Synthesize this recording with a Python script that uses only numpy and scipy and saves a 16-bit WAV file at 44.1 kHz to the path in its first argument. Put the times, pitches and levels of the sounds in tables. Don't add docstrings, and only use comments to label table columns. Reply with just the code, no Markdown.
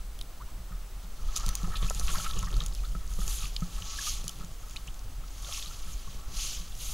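import sys
import numpy as np
from scipy import signal
from scipy.fft import rfft, irfft, next_fast_len
from scipy.io import wavfile
from scipy.ndimage import uniform_filter1d

SR = 44100
rng = np.random.default_rng(int(sys.argv[2]) if len(sys.argv) > 2 else 0)


def log_audio(samples):
    frames = np.atleast_2d(samples).T
    limited = np.clip(frames, -1, 1)
    pcm = np.round(limited * 32767).astype(np.int16)
    wavfile.write(sys.argv[1], SR, pcm)


def volts(x):
    e = np.asarray(x, float) / 20
    return 10 ** e


N = 306009
TIME = np.arange(N) / SR
SMALL_HZ = 6600


def evened(x):
    return x / np.sqrt(np.mean(x ** 2) + 1e-20)


def peaked(x):
    return x / (abs(x).max() + 1e-12)


def add(mix, s, sound):
    part = mix[max(round(s * SR), 0):][:len(sound)]
    part += sound[:len(part)]


def read(points, hz):
    f, value = np.transpose(points)
    return np.interp(np.log(hz + 1), np.log(f + 1), value)


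def colour(x, points):
    size = next_fast_len(len(x))
    gain = volts(read(points, np.fft.rfftfreq(size, 1 / SR)))
    return irfft(rfft(x, size) * gain, size)[:len(x)]


def band(x, lo_hz, hi_hz):
    return signal.sosfilt(signal.butter(2, [lo_hz, hi_hz], "bandpass", fs=SR, output="sos"), x)


def band_twice(x, lo_hz, hi_hz):
    return band(band(x, lo_hz, hi_hz), lo_hz, hi_hz)


def resonate(x, hz, width_hz):
    turn = np.exp(2j * np.pi * hz * np.arange(len(x)) / SR)
    r = np.exp(-np.pi * width_hz / SR)
    return 2 * (turn * signal.lfilter([1 - r], [1, -r], x / turn)).real


def smooth_twice(x, samples):
    return uniform_filter1d(uniform_filter1d(x, samples), samples)


def swells(rows, rest_db, shape):
    t = TIME[::64]
    power = volts(2 * rest_db)
    for s, db, rise_s, fall_s in rows:
        away = np.maximum((s - t) / rise_s, (t - s) / fall_s)
        power = power + volts(2 * db - 49.7 * away ** shape)
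    return np.interp(TIME, t, 10 * np.log10(power))


def patchy(patchy_db, size):
    z = signal.stft(rng.standard_normal(N + 512), nperseg=256, noverlap=192)[2]
    patches = uniform_filter1d(uniform_filter1d(rng.standard_normal(z.shape), size[0], 0), size[1], 1)
    noise = signal.istft(z * volts(patchy_db * evened(patches)), nperseg=256, noverlap=192)[1]
    return evened(noise[:N])


def droplets(per_s, spread_db, lo_hz, top_hz, count):
    out, t = np.zeros(N), np.arange(700) / SR
    for hz in np.geomspace(lo_hz, top_hz, count):
        sizes = volts(spread_db * np.minimum(rng.exponential(1, N), 3))
        hits = sizes * (rng.random(N) < per_s / SR)
        ring = np.sin(2 * np.pi * hz * t * (1 + 40 * t))
        grain = ring * np.exp(-t * hz / 6.0) * (1 - np.exp(-t * hz))
        out += signal.oaconvolve(hits, evened(grain))[:N]
    return evened(out)


def spray():
    # peak in seconds, spray level in dB, build-up in seconds,
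    # die-away in seconds, fine mist in dB against the spray.
    thrashes = [(1.4, -46.5, 0.26, 0.35, -9), (1.53, -55.5, 0.13, 0.37, -18), (1.77, -67, 0.043, 0.084, -1),
                (1.85, -50, 0.079, 0.11, -8), (2.12, -49.5, 0.18, .3, 4), (2.24, -44.5, 1, 0.19, -1.5),
                (2.4, -50.5, 0.19, 0.43, -4.5), (2.61, -53, .3, 0.21, -5), (2.76, -57.5, 0.1, 1, -2.5),
                (3.11, -55, 0.057, 0.36, 2), (3.21, -48.5, 0.06, .25, -0.5), (3.295, -45, 0.097, 0.11, 1),
                (3.36, -46.5, .15, 0.1, 3.5), (3.44, -42.5, 0.24, 0.12, -6), (3.75, -53.5, 1, 0.54, -2.5),
                (3.92, -45, 0.23, 0.42, -24), (4.09, -35.5, 0.28, 0.15, -6), (4.27, -54, 0.37, 0.43, -3),
                (4.71, -59.5, 0.54, 1, -3), (5.545, -43.5, 0.33, 0.54, -5.5),
                (5.89, -53.5, 0.18, 0.24, -0.5), (6.14, -54.5, 0.8, 0.21, -5.5),
                (6.367, -41, 0.05, 0.32, -5.5), (6.43, -38.5, 0.17, 0.33, -7), (6.57, -44, 0.19, 0.058, -8),
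                (6.61, -52, .05, .04, -9), (6.82, -45.5, 0.084, 0.26, -2.5), (6.93, -44, 0.28, .3, 1)]
    # frequency in Hz, density in dB per Hz.
    spray_colour = [(880, -48), (1500, 1.5), (1670, -14), (1920, -12), (2340, -8), (3150, -2), (3690, -4.5),
                    (5330, -3), (6370, 2.5), (7240, -5.5), (8080, -17), (9010, -14.5), (11100, -15.5),
                    (16000, -29)]
    # lowest Hz, highest Hz.
    spray_bands = [(1800, 4700), (4200, 8500), (8000, 16000)]
    # peak in seconds, level in dB, build-up in seconds, die-away in seconds.
    showers = [
        (1.45, -54, .1, 1.5),
        (2.2, -49, 1.5, 1.6),
        (4.15, -53, 2, 0.74),
        (5.56, -48, 0.15, 0.42),
        (6.1, -62, .8, 3.6),
    ]
    # peak in seconds, level in dB, build-up in seconds, die-away in seconds.
    gurgles = [
        (1.45, -57.5, 0.25, .6),
        (2.1, -62, .4, 0.4),
    ]

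    lapping_db, lapping_mist_db = -67.5, -75.5
    level_db = swells([row[:4] for row in thrashes], lapping_db, 1.103)
    mist_rows = [(s, db + fine_db, rise_s, fall_s) for s, db, rise_s, fall_s, fine_db in thrashes]
    mist_db = swells(mist_rows, lapping_mist_db, 1.2)
    pivot_db, heavy_share = -59.5, 0.9
    heavy_db = pivot_db - 2.5 + heavy_share * (level_db - pivot_db)

    torn = patchy(1.8, size=(12, 8)) + 0.12 * droplets(140, 9.9, 2410, 13300, count=8)
    water = colour(torn, spray_colour)
    heavy, middle, mist = (evened(band_twice(water, lo_hz, hi_hz)) for lo_hz, hi_hz in spray_bands)
    rush = volts(heavy_db) * heavy + volts(level_db) * middle + volts(mist_db) * mist
    wander = signal.lfilter([1], [1, -.9985], uniform_filter1d(rng.standard_normal(N), 150))
    rush *= volts(1.1 * evened(wander))
    patter = volts(swells(showers, -88, 0.6)) * droplets(21, 4.5, 2460, 7070, count=8)
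    gurgle = volts(swells(gurgles, -85, 2.0)) * droplets(22, 2.9, 375, 1950, count=6)
    return rush + patter + gurgle


def drops():
    # start in seconds, peak in dB, brightness in dB above 8 kHz.
    small_drops = [(1.3625, -11.5, -31), (1.3735, -15.5, -22), (1.379, -21, -22), (1.3982, -25, -26),
                   (1.4632, -18, -15), (1.4828, -23, -18), (1.49, -15.5, -16), (1.553, -14.5, -16),
                   (1.6312, -30, -21), (1.899, -16, -16.5), (1.948, -22, -34.5), (1.956, -32, -24),
                   (1.9967, -14, -18), (2.391, -19.5, -16), (2.428, -25.5, -20), (2.6621, -22, -14),
                   (2.683, -30, -25), (3.2665, -28, -14), (3.279, -13.5, -21), (4.242, -27, -18),
                   (4.28, -16.5, -18), (4.294, -21, -17), (4.447, -32.5, -20), (4.71, -31, -19),
                   (4.9432, -33, -21)]
    # start in seconds, peak in dB, ringing pitch in Hz.
    large_drops = [(0.191, -36, 3260), (.2124, -24.5, 3770), (1.37, -33, 3630), (1.432, -44, 3990),
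                   (1.77, -27.5, 3900), (1.8264, -26, 3200), (2.082, -20.5, 2770), (2.246, -24.5, 3030),
                   (2.3103, -21.5, 3550), (2.3642, -31, 3050), (2.5416, -24.5, 4000), (2.566, -28, 4800),
                   (2.604, -20.5, 3360), (2.6185, -26, 3600), (2.724, -36, 3910), (2.75, -27, 4730),
                   (3.455, -24.5, 2700), (3.564, -16.5, 3800), (3.822, -28, 3100), (5.4465, -30, 3330),
                   (5.5248, -22, 3420), (5.538, -23.5, 5200), (5.6256, -24.5, 3760)]
    pitch = SMALL_HZ * (1 + 0.022 * rng.standard_normal(len(small_drops)))
    small = [(s, db, hz, bright_db) for (s, db, bright_db), hz in zip(small_drops, pitch)]
    edge_db, edge_share = -73, 0.12
    large = [(s, db, hz, edge_db - (1 - edge_share) * db) for s, db, hz in large_drops]
    return small + large


def snaps():
    out, t = np.zeros(N), np.arange(600) / SR
    rows = drops()
    chance = rng.standard_normal((len(rows), len(t)))
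    for (s, db, hz, bright_db), noise in zip(rows, chance):
        decay = np.exp(-t * hz / 3.9) + .07 * np.exp(-t / 0.0061)
        burst = noise * decay * (1 - np.exp(-t / 0.0001))
        ring = peaked(resonate(resonate(burst, hz, 0.25 * hz), hz, .5 * hz))
        splash = peaked(band(band(burst, 2160, 8200), 2200, 7800))
        body = ring + 0.41 * (hz / SMALL_HZ) ** 2 * splash
        edge = peaked(resonate(resonate(burst, 9100, 2400), 9100, 2400))
        edge = edge + .22 * peaked(band(burst, 10500, 15000))
        snap = peaked(body) + volts(bright_db + 12.0) * edge
        add(out, s, volts(db - 4.0) * snap)
        add(out, s + .00058, volts(db - 20.0) * snap)
        add(out, s + .0016, volts(db - 19.0) * snap)
    return out


def blips():
    # start in seconds, peak in
    # dB, pitch in Hz.
    clean_drops = [(1.2577, -48, 6560), (1.3595, -26, 5300), (1.37, -23, 6860), (1.408, -33, 6700),
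                   (1.433, -36, 6800), (1.6498, -48, 6140), (1.674, -38, 6560), (1.8464, -33, 3400),
                   (1.8668, -34, 6900), (1.9756, -36, 3660), (2.0539, -44, 3750), (2.0664, -33, 4500),
                   (2.0735, -27, 6700), (2.1552, -35, 3280), (2.184, -29, 4400), (2.245, -31, 6500),
                   (2.2933, -34, 3760), (2.2975, -36, 3400), (2.3343, -34, 3420), (2.357, -44, 6600),
                   (2.377, -34, 2870), (2.387, -30, 6960), (2.4455, -35, 5300), (2.462, -36, 5200),
                   (2.4859, -39, 6600), (2.504, -41, 2820), (2.515, -36, 6600), (2.5283, -35, 3240),
                   (2.6381, -31, 6850), (2.8057, -43, 3900), (3.077, -38, 6600), (3.1378, -35, 6600),
                   (3.1948, -37, 6900), (3.2038, -40, 3460), (3.606, -35, 6500), (3.6687, -42, 6600),
                   (3.8546, -36, 6560), (3.9217, -41, 6600), (3.951, -33, 4900), (4.685, -42, 6800),
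                   (4.6969, -38, 6700), (4.7363, -44, 6800), (4.7616, -36, 6900), (4.7618, -32, 2470),
                   (4.7663, -27, 3900), (4.772, -36, 4200), (4.8735, -39, 7440), (4.8755, -39, 6300),
                   (4.878, -35.5, 2640), (4.993, -39, 6500), (5.574, -38, 2600), (5.66, -31.5, 3870),
                   (5.68, -32, 4300), (6.3387, -45, 6600), (6.3641, -44, 6700), (6.548, -32, 2990),
                   (6.5725, -34, 3470), (6.723, -40, 3450), (6.752, -36, 6000),
                   (1.509, -38, 5050), (2.092, -32, 6250), (2.1175, -32, 6900), (2.268, -34, 2760),
                    (2.4515, -33, 6900), (2.668, -36, 6300), (2.756, -39, 3680), (3.43, -39, 2380),
                    (3.961, -31, 4130), (5.542, -36, 2530), (5.6375, -35, 7100), (5.6465, -37, 2990)]
    # start in seconds, peak in dB.
    finest_drops = [(.19, -40), (0.213, -37), (.225, -43), (1.3678, -30), (1.7704, -34), (1.8786, -39),
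                    (2.0662, -36), (2.2792, -34), (2.5684, -39), (2.7422, -42), (2.7502, -36),
                    (3.0669, -45), (3.2311, -38), (3.5633, -43), (3.7655, -44), (3.9764, -36),
                    (3.9953, -36), (4.12, -36), (4.251, -41), (4.2622, -44), (4.358, -47), (4.3879, -43),
                    (4.515, -46), (5.425, -39), (5.5348, -42), (5.574, -41), (5.582, -41), (6.5425, -42),
                    (6.8094, -40)]
    tick_hz = 10550
    out, t = np.zeros(N), np.arange(500) / SR
    front = peaked(band(np.exp(-t / .00004), 4300, 12000))
    for s, db, hz in clean_drops + [(s, db, tick_hz) for s, db in finest_drops]:
        ring = np.sin(2 * np.pi * hz * t * (1 + 6.3 * t))
        ring = ring * np.exp(-t * hz / 3.4) * (1 - np.exp(-t * hz / 0.62))
        add(out, s, volts(db) * (peaked(ring) + volts(2) * hz / SMALL_HZ * front))
    return out


def slaps():
    # start in seconds, rms level in dB, lowest Hz, highest Hz,
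    # length in seconds.
    tail_slaps = [(1.355, -40.5, 2000, 11900, 0.035), (1.725, -52.5, 1660, 1960, 0.053),
                  (1.753, -39, 2360, 4700, 0.025), (1.831, -45, 1400, 4530, 0.022),
                  (2.18, -52, 590, 1120, 0.018), (1.905, -36.5, 220, 900, 0.0057),
                  (1.907, -43, 700, 1240, 0.0087), (2.074, -40, 1020, 5100, 0.039),
                  (2.145, -40.5, 850, 2180, 0.031), (2.238, -44.5, 1500, 4600, 0.036),
                  (2.427, -55, 900, 2000, 0.014), (2.471, -50, 1510, 2050, 0.021),
                  (2.606, -56, 1430, 4720, 0.047), (5.478, -51.5, 497, 776, 0.034)]
    out = np.zeros(N)
    chance = rng.standard_normal((len(tail_slaps), 2, 3000))
    for (s, db, lo_hz, hi_hz, length_s), (noise, lumps) in zip(tail_slaps, chance):
        u = np.arange(len(noise)) / (length_s * SR)
        grains = noise * volts(1.3 * evened(smooth_twice(lumps, 60)))
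        crackle = evened(band_twice(grains, lo_hz, hi_hz))
        add(out, s, volts(db) * crackle * np.minimum(u / 0.13, 1) * np.exp(-u ** 3))
    return out


def plops():
    # start in seconds, peak in dB, start pitch in Hz, end pitch in Hz,
    # length in seconds.
    bubbles = [(0.397, -44, 807, 1550, 0.04), (.47, -56, 770, 1250, 0.04), (1.784, -47, 3770, 3250, 0.022),
               (1.882, -42, 2170, 3070, 0.017), (2.181, -44, 564, 745, 0.014),
               (2.398, -41.5, 3270, 2620, 0.011), (2.533, -48, 380, 427, 0.015),
               (2.79, -49.5, 2540, 2200, 0.0085), (2.845, -45, 3150, 5030, 0.015),
               (3.406, -39, 3820, 3960, 0.0072), (3.987, -32, 1660, 1730, 0.01),
               (4.288, -39, 3110, 3280, 0.013), (4.515, -58, 6900, 6000, .028),
               (4.59, -55, 6800, 6000, .028), (4.767, -42.5, 2760, 3100, 0.011),
               (4.768, -40, 3760, 3970, 0.006), (4.882, -42.5, 2920, 3220, 0.01)]
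    slow_s = 0.018
    out = np.zeros(N)
    chance = rng.standard_normal((len(bubbles), 3000))
    for (s, db, start_hz, end_hz, length_s), noise in zip(bubbles, chance):
        u = np.arange(round(length_s * SR)) / (length_s * SR)
        waver = evened(uniform_filter1d(noise, 90))[:len(u)]
        pitch_hz = start_hz * (end_hz / start_hz) ** u * (1 + 0.056 * waver)
        tone = np.sin(2 * np.pi * np.cumsum(pitch_hz) / SR)
        arch = np.sin(np.pi * u ** np.clip(length_s / slow_s, .4, 1))
        add(out, s, volts(db + 1.3 * waver) * tone * arch)
    return out


def case():
    # frequency in Hz, width in Hz, level in dB.
    modes = [(1130, 66, 2), (1300, 68, 2), (1710, 230, -5), (850, 76, -4.5)]
    # peak in seconds, level in dB, build-up in seconds, die-away in seconds.
    rubs = [(.74, -63, 0.23, 0.27), (1.46, -50.5, 0.5, 0.21), (1.8, -51, 0.87, 0.63),
            (2.16, -45.5, 0.17, 0.68), (2.45, -53.5, 0.62, 0.23), (2.62, -51, 0.12, 0.15),
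            (3.02, -61, 0.18, 0.38), (3.31, -48.5, 0.15, 0.12), (3.44, -48.5, 0.092, 0.084),
            (3.7, -72, 0.44, 0.44), (4.05, -49, 0.63, 0.34), (4.4, -58, 0.72, 0.18),
            (4.77, -58, 0.29, 0.38), (5.48, -54, 0.2, 0.99), (6.46, -53, 0.59, 0.37), (6.93, -54, 0.15, .3)]
    # start in seconds, peak in dB, pitch in Hz.
    taps = [(0.721, -44, 1270), (1.2208, -49, 1230), (1.234, -50, 1120), (1.271, -53, 1240),
            (1.288, -43.5, 1267), (1.331, -52, 1130), (1.365, -34, 1260), (1.403, -37.5, 1196),
            (1.4203, -43, 1210), (1.437, -39, 1343), (1.4823, -39, 1130), (1.49, -36, 1300),
            (1.508, -44, 1245), (1.556, -43, 1130), (1.5959, -51, 1250), (1.6417, -36, 1260),
            (1.6732, -43, 1277), (1.7025, -42, 1225), (1.7174, -38.5, 1320), (1.739, -32, 1300),
            (1.749, -41, 1155), (1.8274, -36.5, 1206), (1.845, -40.5, 1130), (1.8623, -40, 1316),
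            (1.9083, -32.5, 1312), (1.999, -43, 1320), (2.012, -35, 1290), (2.04, -45, 1130),
            (2.0912, -33.5, 1130), (2.104, -37, 1335), (2.1384, -35, 1206), (2.145, -34, 1050),
            (2.156, -30, 1300), (2.2, -30.5, 1317), (2.246, -35, 1235), (2.264, -29, 1322),
            (2.3004, -35, 1300), (2.327, -42, 1114), (2.3702, -40, 1206), (2.427, -33.5, 1300),
            (2.431, -35.5, 1083), (2.471, -37, 1200), (2.5173, -41, 1305), (2.534, -46, 1280),
            (2.565, -44, 1310), (2.6115, -35.5, 1230), (2.836, -41.5, 1286), (2.853, -42.5, 1350),
            (2.9505, -34, 1300), (3.0114, -48, 1300), (3.115, -45.5, 1264), (3.189, -40.5, 1215),
            (3.217, -37, 1277), (3.623, -38.5, 1273), (3.934, -41, 1267), (4.069, -32.5, 1223),
            (4.4104, -41, 1286), (4.63, -48, 1277), (4.675, -51, 1270), (5.467, -42.5, 1390),
            (5.49, -42, 1210), (5.71, -44, 1360), (6.075, -44, 1100),
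            (2.482, -39, 1280), (3.439, -41, 1205), (4.271, -42, 1220), (4.428, -41.5, 1290),
                 (5.238, -44, 1290), (5.656, -46, 1210), (5.874, -44, 1296)]
    slips = volts(3.26 * evened(smooth_twice(rng.standard_normal(N), 400)))
    rub = slips * rng.standard_normal(N)
    buzz = sum(volts(db) * evened(resonate(resonate(rub, hz, 2 * width_hz), hz, width_hz))
               for hz, width_hz, db in modes)
    out = volts(swells(rubs, -80, 1.57) - 3.0) * evened(buzz)

    t = np.arange(3000) / SR
    all_taps = taps
    chance = rng.standard_normal((len(all_taps), len(t)))
    for (s, db, hz), noise in zip(all_taps, chance):
        envelope = np.exp(-t / 0.0083) * (1 - np.exp(-t / 0.00042))
        scrape = (1 + 4.4 * noise) * np.cos(2 * np.pi * hz * t) * envelope
        tap = resonate(scrape, hz, 182) + 0.22 * resonate(scrape, modes[2][0], 120)
        add(out, s - .002, volts(db) * peaked(tap))
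    return out


def knocks():
    # start in seconds, peak in dB, pitch of the push in Hz, sharpness in dB at 325-580 Hz.
    body_knocks = [(0.582, -43, 103, -35), (0.711, -36, 123, -42), (1.043, -45, 167, -45),
                   (1.29, -50, 99, -39), (1.467, -32, 128, -33), (1.635, -29.5, 165.5, -42),
                   (1.829, -26, 117, -30), (1.905, -38, 105, -38), (1.999, -35, 123, -27),
                   (2.171, -38, 172, -33), (2.369, -37, 176, -23), (2.417, -29.5, 98, -44),
                   (2.465, -37, 176, -42), (2.56, -35.5, 120, -38), (2.63, -40, 173, -25),
                   (2.899, -42, 116, -33), (2.952, -33.5, 157, -27.5), (3.189, -33, 186, -25),
                   (3.438, -38.5, 129, -34), (3.623, -24.5, 161, -42), (3.809, -36.5, 100, -33),
                   (4.243, -34.5, 126, -28), (4.406, -41, 154, -34), (4.439, -38.5, 171, -34),
                   (4.76, -55, 170, -38), (4.871, -43, 113, -38), (5.67, -47, 161, -38),
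                   (5.861, -44.5, 170, -38), (6.074, -40, 130, -30), (6.147, -42, 118, -25),
                   (6.337, -45, 175, -38), (6.602, -42, 172.5, -33)]
    # frequency in Hz, time to fall 60 dB in seconds.
    body_ring = (174.5, 0.17)
    body_hz, body_t60_s = body_ring
    out, t = np.zeros(N), np.arange(SR // 5) / SR
    ring = np.sin(2 * np.pi * body_hz * t) * volts(-60 * t / body_t60_s) * (1 - np.exp(-t / 0.011))
    tick = peaked(band(np.exp(-t / 0.0031), 325, 580))
    for s, db, hz, sharp_db in body_knocks:
        push = np.sin(2 * np.pi * hz * t) * np.exp(-t * hz / 1.75)
        add(out, s - .001, volts(db) * (peaked(push + 0.8 * ring) + volts(sharp_db + 20) * tick))
    return out


def rumble():
    # peak in seconds, rumble level in dB, build-up in seconds.
    gusts = [(.05, -37, 0.37), (.5, -35.5, 0.16), (.77, -36, 0.21), (1.28, -28, 0.31), (1.48, -23, 0.088),
             (1.671, -23.5, 0.13), (1.849, -22, 0.13), (2.04, -21.5, 0.13), (2.15, -25, 0.13),
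             (2.38, -26, 0.37), (2.58, -23, 0.095), (2.75, -30, 0.28), (2.9, -32, 1), (3.21, -26.5, 0.3),
             (3.54, -34, 0.57), (3.74, -39.5, 0.77), (4.18, -33, 0.2), (4.92, -41, 0.42), (5.2, -39, 0.73),
             (5.89, -31, 0.21), (6.322, -34, 0.79), (6.9, -36, 0.45)]
    # peak in seconds, level in dB, build-up in seconds, die-away in seconds.
    shakes = [
        (1.65, -50.5, 0.32, 0.91),
        (2.5, -49, 0.9, 0.47),
        (4.45, -55.5, 0.93, 0.44),
    ]
    # frequency in Hz, density in dB per Hz.
    rumble_colour = [(14, -4.5), (25, -8), (33, -5), (41, -2.5), (52, -10.5), (64, -22), (80, -44),
                     (130, -130)]
    # frequency in Hz, density in dB per Hz.
    upper_colour = [(45, -31), (70, 0.5), (120, -7.5), (178, -9.5), (215, -23), (400, -23), (800, -30.5),
                    (1100, -34.5), (1800, -130)]
    breeze_db, gust_tail = -39, 1.35
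    low_db = swells([(s, db, rise_s, gust_tail * rise_s) for s, db, rise_s in gusts], breeze_db, 1.12)
    shake = volts(low_db - 23) + volts(swells(shakes, -60, 1.76))
    low = evened(colour(rng.standard_normal(N), rumble_colour))
    low /= np.sqrt(uniform_filter1d(low ** 2, 9000) + .15)
    lumps = volts(2.9 * evened(smooth_twice(rng.standard_normal(N), 900)))
    upper = evened(colour(lumps * rng.standard_normal(N), upper_colour))
    return volts(low_db) * low + shake * upper


def bird():
    # peak in seconds, level in dB, build-up in seconds, die-away in seconds.
    whistles = [
        (1.48, -51.5, 0.03, 0.12),
        (1.56, -57.5, .15, .12),
        (2.005, -46, 0.016, 0.018),
        (3.3, -50, 0.03, 0.044),
    ]
    bird_hz = 5950
    return volts(swells(whistles, -120, 2.3)) * np.sqrt(2) * np.sin(2 * np.pi * bird_hz * TIME)


def electronics():
    # frequency in Hz, density in dB per Hz.
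    hiss_colour = [(120, -57), (200, -2), (394, -8.5), (806, -7.5), (950, -10), (1250, -6.5), (1590, -12.5),
                   (3370, -15.5), (7540, -17.5), (7970, -17), (15100, -19.5), (16000, -14)]
    # frequency in Hz, density in dB per Hz.
    side_colour = [(59, -36), (100, -19), (189, -10), (277, -3), (373, -3), (406, -4.5), (3540, -7),
                   (9210, -6), (16000, -5.5)]
    # frequency in Hz, rms level in dB.
    whine = [(7881, -74), (14718, -86), (15644, -83), (15703, -80)]
    mid = volts(-53.5) * evened(colour(rng.standard_normal(N), hiss_colour))
    mid += sum(np.sqrt(2) * volts(db) * np.sin(2 * np.pi * hz * TIME) for hz, db in whine)
    side = volts(-62) * evened(colour(rng.standard_normal(N), side_colour))
    return np.array([mid + side, mid - side])


def scene():
    water = spray() + snaps() + blips() + slaps() + plops()
    handling = case() + knocks()
    return water + handling + rumble() + bird() + electronics()


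def band_limit(x):
    return signal.sosfilt(signal.butter(12, 16970, fs=SR, output="sos"), x)


def record(dry):
    low_pass = signal.firwin(1023, 15780, window=("kaiser", 7), fs=SR)
    limited = signal.oaconvolve(dry, low_pass[None], "same")
    return band_limit(limited)


dry = scene()
out = record(dry)
log_audio(out)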